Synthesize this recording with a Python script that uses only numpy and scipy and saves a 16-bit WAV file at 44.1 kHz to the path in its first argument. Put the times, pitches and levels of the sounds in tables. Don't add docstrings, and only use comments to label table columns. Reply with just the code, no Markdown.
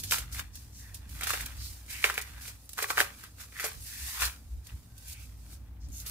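import sys
import numpy as np
from scipy import signal
from scipy.fft import rfft, irfft, next_fast_len
from scipy.io import wavfile
from scipy.ndimage import uniform_filter1d

SR = 44100
rng = np.random.default_rng(int(sys.argv[2]) if len(sys.argv) > 2 else 0)


def master_out(mix):
    frames = np.transpose(np.atleast_2d(mix))
    ceiling = np.clip(frames, -1, 1)
    pcm = np.round(ceiling * 32767).astype(np.int16)
    wavfile.write(sys.argv[1], SR, pcm)


def boost(x):
    u = np.asarray(x, float) / 20
    return 10 ** u


N = 269010

# t/s, peak level/dB, time to gain 20 dB/s,
# time to lose 20 dB/s
STROKES = [(0.0, -37, .02, 0.045), (.04, -36.5, 0.018, 0.071), (.118, -23, 0.017, 0.09),
           (.33, -39, 0.016, 0.13), (.394, -37.5, 0.072, 0.035), (.558, -50, 0.047, 0.26),
           (.788, -49.5, 0.089, 0.31), (.945, -43, 0.01, 0.058), (1.12, -51, 0.067, 0.43),
           (1.215, -54, .015, 0.24), (1.304, -33, 0.13, 0.21), (1.654, -42.5, 0.16, 0.26),
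           (1.906, -39, 0.035, 0.3), (2.055, -34, 0.074, 0.15), (2.184, -37.5, .025, 0.035),
           (2.225, -52.5, .04, 0.99), (2.42, -44, 0.023, 0.11), (2.484, -40.5, 0.1, 0.063),
           (2.694, -50.5, 0.0054, 0.15), (2.828, -33.5, 0.06, 0.053), (2.904, -35, 0.061, 0.073),
           (3.006, -28.5, 0.06, 0.065), (3.242, -52, 0.97, 0.12), (3.412, -42.5, 0.047, 0.075),
           (3.61, -40.5, 0.088, 0.14), (3.65, -35, 0.05, 0.089), (3.81, -57, .012, .08),
           (3.868, -43, 0.02, 0.15), (4.078, -38.5, 0.3, 0.26), (4.15, -41.5, 0.79, 0.18),
           (4.24, -30.5, 0.11, 0.088),
           (4.52, -61.5, 0.35, 0.39),
    (4.65, -54.5, 0.024, 0.43),
    (4.98, -56.5, 0.024, .15),
    (5.131, -42.5, 0.15, 0.031),
    (5.238, -52.5, 0.48, 0.17),
    (5.4, -60, 0.16, 0.47),
    (5.536, -50.5, 0.15, 0.064),
    (5.96, -50, 0.1, .2),
    (6.008, -45.5, 0.061, 0.061),
    (6.07, -42.5, 0.02, .3),
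]
# t/s, peak level/dB, time to gain 20 dB/s, time to lose 20 dB/s
TEARS = [(.05, -51.5, 0.058, 0.13), (.125, -25.5, 0.017, 0.11), (.39, -33, 0.063, 0.057),
         (.6, -60.5, 0.9, 0.29), (.87, -57.5, 0.14, 1), (1.225, -34.5, 0.018, 0.39), (1.31, -33, 0.16, 0.2),
         (1.41, -40, .1, 0.063), (1.68, -59, 0.33, 0.42), (1.93, -52, 0.023, 0.1), (2.05, -24, 0.023, 0.11),
         (2.11, -46.5, .05, 0.43), (2.19, -42, .1, 0.083), (2.5, -47.5, 0.85, 0.079),
         (2.8, -35, 0.029, 0.11), (2.84, -37, 0.04, 0.033), (2.9, -30, 0.013, 0.029),
         (2.98, -28, .025, 0.034), (3.01, -21.5, .03, 0.023), (3.04, -38, .03, 0.13),
         (3.25, -47.5, 0.12, 0.057), (3.41, -45, 0.048, 0.091), (3.65, -34.5, 0.064, 0.13),
         (4.18, -37.5, 0.2, .1), (4.23, -21, 0.044, 0.074), (4.7, -50.5, 0.063, 0.1),
         (5.15, -58.5, 0.44, 0.5), (5.52, -63, 0.43, 0.24), (6.1, -48.5, 0.19, .1)]
# t/s, left over right level/dB
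PLACE = [(0.0, -0.5), (0.44, 1.5), (1.07, -0.5), (2.62, 0), (2.74, -0.5), (2.79, 0), (3.79, 0.5),
         (4.4, 1.0), (4.45, 0), (5.39, -0.5), (5.72, 2.5), (6.1, -0.5)]
# f/Hz, level per Hz/dB
RUSTLE = [(1530, -24.5), (2600, -8), (2910, -12), (3420, -7.5), (4560, -3.5), (8200, -3.5), (14900, -4.5),
          (16000, -9.5)]
# f/Hz, width/Hz, level/dB
FRUIT = [(1080, 455, 2), (1149, 273, 6), (1600, 650, -3), (2048, 261.4, 0.5), (2350, 266, -2.5),
         (2876, 360, -3), (3520, 870, -7)]
# f/Hz, width/Hz, level/dB
HOLLOW = [(435.5, 74, 8.5), (589, 89, 3), (748, 40, 1), (870, 210, -6.5)]
GLOVE_REST_DB, RIP_REST_DB = -82, -70
FLEX_DB, FLEX_FOLLOWS = -73.5, 0.17

# t/s, peak level/dB, time to fade 60 dB/s, f/Hz
TICKS = [(.3235, -51, 0.059, 2040), (0.5545, -51, 0.053, 3940), (0.944, -45.5, 0.05, 3850),
         (1.092, -55.5, 0.067, 3000), (1.4073, -43, 0.095, 1110), (1.4593, -41.5, 0.033, 1850),
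         (1.8627, -60, .04, 2110), (2.2127, -42.5, 0.058, 1750), (2.6925, -49.5, 0.025, 1190),
         (2.733, -48.5, 0.023, 1420), (4.206, -35.5, 0.05, 1840), (4.252, -34.5, 0.084, 1650),
         (4.669, -50.5, 0.034, 2840), (4.9795, -55, 0.051, 4290), (5.081, -50, 0.11, 4450),
         (5.886, -64, .062, 4430), (6.062, -41.5, 0.14, 3770)]
# t/s, peak level/dB, time to fade 60 dB/s, f/Hz
RIPS = [(0.0363, -32, 0.087, 4170), (0.11, -19.5, 0.021, 3900), (.122, -20, 0.15, 1300),
        (0.1831, -24.5, 0.061, 2780), (.346, -36, 0.13, 2100), (0.3946, -27, 0.026, 1700),
        (1.209, -31.5, 0.071, 1610), (1.2334, -23, 0.06, 3000), (1.2699, -21.5, 0.08, 1670),
        (1.3054, -24, 0.04, 1150), (1.5685, -49, .04, 3990), (1.9021, -37.5, 0.036, 2410),
        (2.05, -28, 0.057, 2200), (2.14, -30, 0.09, 1630), (2.4795, -35, 0.079, 2410),
        (2.7794, -27.5, 0.093, 1283), (3.237, -36, 0.048, 1530), (3.568, -54, 0.036, 1730),
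        (3.598, -28.5, 0.14, 1600), (4.2191, -20, 0.12, 1460)]
# t/s, peak level/dB, time to fade 60 dB/s, f/Hz
SNAPS = [(1.335, -15, 0.07, 1560), (1.3734, -28.5, 0.075, 1900), (2.029, -41, .04, 1780),
         (2.043, -8, 0.07, 1900), (2.099, -20.5, 0.039, 1220), (2.104, -21.5, 0.036, 1950),
         (2.1782, -15, 0.031, 1940), (2.789, -19, 0.054, 1380), (2.8423, -23.5, 0.075, 1200),
         (2.9034, -16, 0.061, 1200), (2.9094, -19.5, 0.026, 1030), (2.973, -17, 0.05, 1760),
         (2.9799, -11.5, 0.16, 1320), (3.523, -41, 0.062, 2120)]
# t/s, peak level/dB, time to fade 60 dB/s, f/Hz
POPS = [
    (2.7756, -39, .031, 1260),
    (2.8244, -21, 0.063, 2500),
    (2.8887, -36, .049, 2220),
    (2.9922, -25, 0.017, 2370),
    (3.0029, -14, 0.028, 1590),
    (3.0098, -19, .05, 2350),
    (3.3838, -48, 0.055, 1780),
    (3.6408, -22.5, 0.11, 1580),
]
# bright spray re peak level/dB, hollow knock re peak level/dB
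BLEND = [
    (3, -13.5),
    (-11, -19),
    (-23, -16.5),
    (-11.5, -8.5),
]

# t/s, peak level/dB, f/Hz, left over right level/dB
PINGS = [(0.0427, -41.5, 2780, 1), (0.122, -15.5, 2030, 1), (0.3486, -37.0, 1920, -2),
         (0.3672, -34.0, 2210, -1), (0.443, -45.0, 1710, 5), (0.8456, -50.0, 1810, -6),
         (0.8951, -48.0, 1690, -6), (0.9521, -47.0, 2290, -6), (1.2111, -30.0, 2140, -2),
         (1.3542, -31.5, 1860, -3), (1.4083, -30.5, 2130, -2), (1.4632, -37.0, 2290, 4),
         (1.9554, -33.5, 2270, -4), (2.0275, -30.0, 2100, 1), (2.1566, -30.5, 2320, 0),
         (2.3387, -42.0, 2060, -2), (2.3637, -42.5, 1930, 1), (2.454, -39.5, 2430, -6),
         (2.7741, -38.5, 1790, 1), (2.8429, -20.0, 1840, 2), (2.989, -14.5, 2180, -2),
         (3.0032, -11.5, 1760, 1), (3.2132, -47.5, 1660, 0), (3.2314, -43.0, 1730, 1),
         (3.4017, -44.0, 1610, 0), (3.5292, -47.5, 1710, -2), (3.5665, -34.0, 1760, -2),
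         (3.5893, -30.5, 1990, -1), (3.5976, -24.0, 1980, 0), (3.6048, -27.5, 2000, -1),
         (3.6176, -29.5, 1700, 0), (3.6293, -29.0, 1610, 1), (3.6436, -25.0, 1600, -1),
         (3.6806, -33.5, 1710, 6), (3.9285, -43.5, 1890, -2), (4.2203, -24.0, 1950, -3),
         (4.6668, -49.5, 2520, -2), (4.6937, -47.5, 2710, 2), (4.697, -46.0, 2760, -6),
         (5.0986, -44.0, 2690, -1)]
# t/s, peak level/dB, left over right level/dB
PRICKS = [(0.0346, -28.0, -6), (0.038, -24.0, -4), (0.0456, -30.0, -6), (0.0739, -33.0, -5),
          (0.0969, -28.0, -5), (0.1237, -14.5, -6), (0.317, -39.5, -4), (0.3449, -31.0, -2),
          (0.3992, -26.5, 6), (0.5556, -30.0, 0), (0.5634, -36.0, -2), (0.6283, -46.0, -1),
          (1.111, -41.0, -4), (1.2108, -24.5, -2), (1.3743, -26.5, -6), (1.4116, -25.5, -6),
          (1.5682, -41.0, -5), (1.8445, -46.5, 0), (1.8632, -41.5, -6), (2.0996, -26.5, 1),
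          (2.1869, -28.0, -1), (2.2227, -27.0, -6), (2.6011, -48.5, -2), (2.6341, -50.0, -6),
          (2.6575, -43.5, -6), (2.6922, -29.0, -1), (2.7199, -40.5, -4), (2.7326, -27.0, -6),
          (2.7743, -33.5, -5), (2.8285, -18.0, -5), (3.1267, -42.0, -6), (3.2091, -42.0, -5),
          (3.2339, -38.5, -4), (3.6068, -27.5, -1), (3.7322, -33.0, -6), (3.8049, -39.0, -6),
          (3.8243, -39.5, -6), (3.8388, -33.5, -6), (3.8646, -32.5, -6), (4.7526, -45.5, 1),
          (4.9694, -48.5, -6), (5.0989, -33.5, -6), (5.2583, -44.0, -2), (5.8864, -45.5, -1),
          (5.9024, -44.5, -3), (5.9211, -42.0, 2), (5.9426, -37.0, 0), (5.9687, -33.0, 0),
          (5.982, -30.0, -5), (6.0019, -28.0, -4), (6.0968, -27.5, -3)]
# t/s, peak level/dB, f/Hz, left over right level/dB
BREAKS = [
    (1.305, -20, 1500, 0),
    (1.3355, -19, 1600, 0),
    (2.0418, -6, 2200, -2),
    (2.0992, -21, 1500, -1),
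    (2.1785, -18, 2000, -1),
    (2.7878, -22, 1500, 0),
    (2.9035, -18, 1400, 0),
    (2.9793, -16, 1500, 0),
    (.3955, -30, 1700, 2),
]
PING_WIDTH_HZ, PING_BREAK_S, PING_DB = 800, .0003, 1
PRICK_HZ, PRICK_BREAK_S, PRICK_DB = 5000, .0005, 3

# start t/s, end t/s, f/Hz, width/Hz, level/dB
RUBS = [(0.777, 0.943, 1750, 700, -61), (1.58, 1.7, 4620, 1800, -47.5), (1.879, 2.026, 2134, 1300, -45),
        (2.303, 2.502, 1600, 500, -63), (3.535, 3.71, 1773, 1130, -45.5), (3.84, 4.23, 1870, 1370, -51.5),
        (4.866, 5.294, 1550, 58.8, -71), (5.054, 5.263, 2426, 905, -57.5), (5.8, 5.88, 5480, 3000, -60.5),
        (5.92, 6.045, 12500, 6000, -50), (0.528, 0.603, 5600, 2200, -53.5), (.72, .84, 6000, 3000, -55),
        (1.09, 1.2, 12000, 5000, -54.5), (2.633, 2.675, 11000, 5000, -60), (3.645, 3.694, 12000, 3000, -40),
        (3.803, 3.865, 10500, 5000, -50), (5.918, 6.032, 6600, 1500, -48), (0.066, 0.116, 5000, 4000, -45),
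        (6.054, 6.1, 11500, 5000, -43), (1.25, 1.41, 4000, 2500, -45), (4.19, 4.283, 4000, 2500, -41.5)]
# t/s, peak level/dB, f/Hz
THUDS = [
    (2.998, -36, 200),
    (4.215, -31, 60),
    (4.728, -26, 70),
]

LAG_SAMPLES = 4
SHADOW_HZ, SHADOW_SHARE = 8000, .3
KITCHEN_T60_S, WALL_CUT_HZ, KITCHEN_DB = 0.32, 5900, -14.5

# t/s, drone level/dB, time to gain or lose 20 dB/s, upper rumble re drone level/dB
SURGES = [(.08, -48, 0.23, 3), (.22, -36.5, 0.03, -15), (.34, -39, 0.2, -12), (.58, -53.5, 1, 0),
          (.95, -53.5, 3.5, -4), (1.14, -43, 0.54, -8), (1.43, -42, 0.2, -14), (1.61, -36, 0.24, -14),
          (1.83, -39, 0, -13.5), (1.95, -46, 0.43, -11), (2.36, -47.5, 0.3, -7.5), (2.52, -54, 0.5, -6),
          (3.05, -52.5, 0.23, -1), (3.361, -51, 0.5, -4.5), (3.518, -49.5, -0.9, -14),
          (3.8, -46, 0.17, -5.5), (4.04, -40, .1, -14.5), (4.26, -36, .1, -17), (4.47, -50, 0.57, -24),
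          (4.538, -34, 0.1, -26.5), (4.74, -39.5, 0.05, -2), (4.94, -33, -0.02, -12),
          (5.19, -46, 0.84, -7.5), (5.33, -39, -0.3, -9.5), (5.39, -49, -0.26, 5), (5.62, -23.5, -2, -1),
          (5.828, -41.5, 0.77, -8.5), (5.93, -63, -1.3, -6), (6.05, -31.5, -0.8, -9.5)]
# f/Hz, width/Hz, level/dB
DRONE = [(53.95, 12, -0.5), (59.33, 15, 1.5)]
# f/Hz, width/Hz, level/dB
SKIRT = [(48.3, 16, 0)]
# f/Hz, width/Hz, level/dB
UPPER = [(90.8, 35.3, 11), (136, 7, -22.5)]
IDLE_DB, UPPER_SLOWER, THROB_DB = -62, 1.32, 1.8

# f/Hz, level per Hz/dB
AIR = [(90, -19.5), (140, -11), (280, -11.5), (420, -26.5), (800, -24), (4000, -40), (8500, -44),
       (14000, -34.5)]
AIR_DB = -62.5
MURMUR_HZ, MURMUR_FOLLOWS, MURMUR_PATCHY_DB = 340, .45, 2.2


def rms_one(x):
    return x / np.sqrt(np.mean(x ** 2) + 1e-20)


def butter(order, hz, kind, x):
    return signal.sosfilt(signal.butter(order, hz, kind, fs=SR, output="sos"), x)


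def drift(rate):
    r = np.exp(-80 * np.pi * rate / SR)
    white = rng.standard_normal(N // 40 + 2002)
    slow = signal.lfilter([1], [1, -2 * r, r * r], white)[2000:]
    return np.interp(np.arange(N) / 40, np.arange(len(slow)), rms_one(slow))


def swells(rows, rest_db):
    t = np.arange(0, N + 40, 40) / SR
    s, db, rise, fall = np.transpose(rows)[:, :, None]
    before = (s - t) / np.maximum(rise, .004)
    after = (t - s) / np.maximum(fall, .004)
    away = np.maximum(before, after)
    power = boost(2 * rest_db) + boost(2 * (db - 20 * away)).sum(axis=0)
    return np.interp(np.arange(N) / SR, t, 10 * np.log10(power))


def resonate(x, modes, spread_db=0):
    out = 0
    offsets = spread_db + np.zeros(len(modes))
    for k, ((hz, width, db), offset) in enumerate(zip(modes, offsets)):
        r = np.exp(-np.pi * width / SR)
        b = np.array([1, 0, -1]) * (1 - r * r) / 2
        a = [1, -2 * r * np.cos(2 * np.pi * hz / SR), r * r]
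        out = out + (-1) ** k * boost(db + offset) * signal.lfilter(b, a, x)
    return out


def coloured(x, spectrum):
    hz, db = np.transpose(spectrum)
    size = next_fast_len(N)
    grid = np.maximum(np.arange(size // 2 + 1) * SR / size, 1)
    gain = boost(np.interp(np.log(grid), np.log(hz), db))
    return rms_one(irfft(rfft(x, size) * gain, size)[:, :N])


def grains(per_s, uneven_db, alike):
    sizes = boost(uneven_db * np.minimum(rng.exponential(1, (3, N)), 5))
    sizes = sizes * rng.choice([-1, 1], (3, N))
    clicks = sizes * (rng.random((3, N)) < per_s / SR) + 1e-18
    return np.sqrt(alike) * clicks[0] + np.sqrt(1 - alike) * clicks[1:]


def sides(pan_db):
    return boost(np.multiply.outer([.5, -.5], pan_db))


def hand_place():
    s, pan_db = np.transpose(PLACE)
    return np.interp(np.arange(N) / SR, s, pan_db)


def hands():
    rustle_db = swells(STROKES, GLOVE_REST_DB)
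    rip_db = swells(TEARS, RIP_REST_DB)
    flex_db = FLEX_DB + FLEX_FOLLOWS * (rip_db + 50)
    clumps_db = 0.76 * drift(42)
    rustle = coloured(grains(14000, 2.3, alike=0.071), RUSTLE)
    rip = rms_one(resonate(grains(1500, 4.0, alike=0.45), FRUIT))
    flex = rms_one(resonate(grains(1200, 3.0, alike=.85), HOLLOW))
    rustle = boost(rustle_db + clumps_db) * rustle
    rip = boost(rip_db - 5.5 + 2.8 * clumps_db) * rip
    flex = boost(flex_db + 1.2 * clumps_db) * flex
    return sides(hand_place()) * (rustle + rip) + flex


def cracks():
    size = 5000
    out, t = np.zeros((2, N + size)), np.arange(size) / SR
    mode_hz, pan_db = np.transpose(FRUIT)[0], hand_place()
    kinds = zip((TICKS, RIPS, SNAPS, POPS), BLEND)
    rows = [row + blend for kind, blend in kinds for row in kind]
    for s, peak_db, t60, hz, spray_db, knock_db in rows:
        chance = rng.standard_normal((5, size))
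        fade = boost(-60 * t / np.clip(t60, .005, .12))
        shower = (chance[0] + 0.99 * chance[1:3]) * (np.abs(chance[3]) > 2.1) * fade
        shower[:, 0] += 4.5
        ring = resonate(shower, FRUIT, -12 * np.abs(np.log2(mode_hz / hz)))
        build = 1 - 0.55 * np.exp(-t / 0.0012)
        spray = butter(2, 3500, "high", (chance[4] + 2.5 * chance[1:3]) * fade * build)
        knock = resonate(signal.lfilter([1, -1], [1, -.95], shower), HOLLOW)
        levels_db = [peak_db, peak_db + spray_db + 15.0, peak_db + knock_db + .1]
        at = round(s * SR)
        for part, db in zip((ring, spray, knock), levels_db):
            out[:, at:at + size] += sides(pan_db[at])[:, None] * boost(db) * part / np.abs(part).max()
    return out[:, :N]


def fibres():
    size = 600
    out, t = np.zeros((2, N + size)), np.arange(size) / SR
    thin = [(s, db, 0, pan_db) for s, db, pan_db in PRICKS]
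    for s, db, hz, pan_db in PINGS + thin + BREAKS:
        chance = rng.standard_normal((3, size))
        if hz:
            band = [(hz, PING_WIDTH_HZ, 0)]
            burst = (chance[0] + .4 * chance[1:]) * np.exp(-t / PING_BREAK_S)
            part = resonate(resonate(burst, band), band)
            db = db + PING_DB
        else:
            burst = (chance[0] + .9 * chance[1:]) * np.exp(-t / PRICK_BREAK_S)
            part = butter(2, PRICK_HZ, "high", burst)
            db = db + PRICK_DB
        part = part / np.abs(part).max(axis=1, keepdims=True)
        at = round(s * SR)
        out[:, at:at + size] += sides(pan_db)[:, None] * boost(db) * part
    out[0] = np.roll(out[0], LAG_SAMPLES)
    return out[:, :N]


def rubs():
    out, t = 0, np.arange(N) / SR
    slips = grains(4000, 2.6, alike=0.53)
    for start, end, hz, width, db in RUBS:
        band = [(hz, width, 0)]
        done = np.clip((t - start) / (end - start), 0, 1)
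        swell = np.sqrt(np.sin(np.pi * done ** 1.11) + 1e-9)
        out = out + boost(db) * swell * rms_one(resonate(resonate(slips, band), band))
    return out


def thuds():
    out, t = np.zeros(N), np.arange(N) / SR
    for s, db, hz in THUDS:
        turns = np.maximum(t - s, 0) * hz
        out += boost(db) * turns * np.exp(-1.2 * turns) * np.sin(2 * np.pi * turns)
    return out


def counter(x):
    lags = [SR * (path_s + .0002 * drift(1.5)) for path_s in (.0011, .0013)]
    n = np.arange(N)
    echo = np.array([np.interp(n - lag, n, port) for lag, port in zip(lags, x)])
    return x + boost(-7.5) * echo


def kitchen(x):
    out, dull = np.zeros((2, N)), np.exp(-2 * np.pi * WALL_CUT_HZ / SR)
    lags = (rng.uniform(.008, .03, 12) * SR).astype(int)
    for k, lag in enumerate(lags):
        loop, gain, state = x.copy(), boost(-60 * lag / SR / KITCHEN_T60_S), [0.]
        for i in range(lag, N, lag):
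            back, state = signal.lfilter([gain * (1 - dull)], [1, -dull], loop[i - lag:i], zi=state)
            loop[i:i + lag] += back[:N - i]
        out[k % 2] += (loop - x) * (-1) ** (k // 2)
    return out


def appliance_load():
    drone = [(s, db, span, span) for s, db, span, _ in SURGES]
    upper = [(s, db + up, UPPER_SLOWER * span, UPPER_SLOWER * span) for s, db, span, up in SURGES]
    return swells(drone, IDLE_DB), swells(upper, IDLE_DB)


def rumble():
    out = 0
    for modes, db, own in zip((DRONE, UPPER), appliance_load(), (.11, .26)):
        db = uniform_filter1d(db, size=1500)
        white = rng.standard_normal((3, N + SR))
        white = white[0] + own * white[1:]
        tone = rms_one(resonate(resonate(white, modes), modes))
        tone = tone + boost(-16.0) * rms_one(resonate(white, SKIRT))
        swell = np.sqrt(uniform_filter1d(tone[0] ** 2, size=2400) + .01)
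        out = out + boost(db + THROB_DB * drift(7)) * (tone / swell)[:, SR:]
    return butter(2, 260, "low", out)


def air():
    white = rng.standard_normal((3, N))
    shared = butter(1, 900, "low", white[0])
    own = butter(1, 900, "high", white[1:])
    hiss = boost(AIR_DB + 1.1 * drift(1.5)) * coloured(shared + own, AIR)
    load_db = appliance_load()[1]
    murmur = signal.sosfiltfilt(signal.butter(3, MURMUR_HZ, fs=SR, output="sos"), hiss)
    murmur_db = MURMUR_FOLLOWS * (load_db - load_db.mean()) + MURMUR_PATCHY_DB * drift(3.8)
    return hiss + murmur * (boost(murmur_db) - 1)


def scene():
    bursts = cracks()
    near = counter(hands() + rubs() + bursts)
    near[0] = np.roll(near[0], LAG_SAMPLES)
    treble = signal.butter(1, SHADOW_HZ, "high", fs=SR, output="sos")
    near[0] -= SHADOW_SHARE * signal.sosfiltfilt(treble, near[0])
    thinned = signal.lfilter([1, -1], [1, -.93], bursts.mean(axis=0))
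    echoes = boost(KITCHEN_DB) * kitchen(thinned)
    return near + fibres() + thuds() + echoes + rumble() + air()


def roll_off(x):
    return signal.sosfilt(signal.butter(12, 16700, fs=SR, output="sos"), x)


def record(dry):
    steep = signal.ellip(10, .5, 40, 15620, fs=SR, output="sos")
    mix = signal.sosfilt(steep, dry)
    return roll_off(mix)


dry = scene()
out = record(dry)
master_out(out)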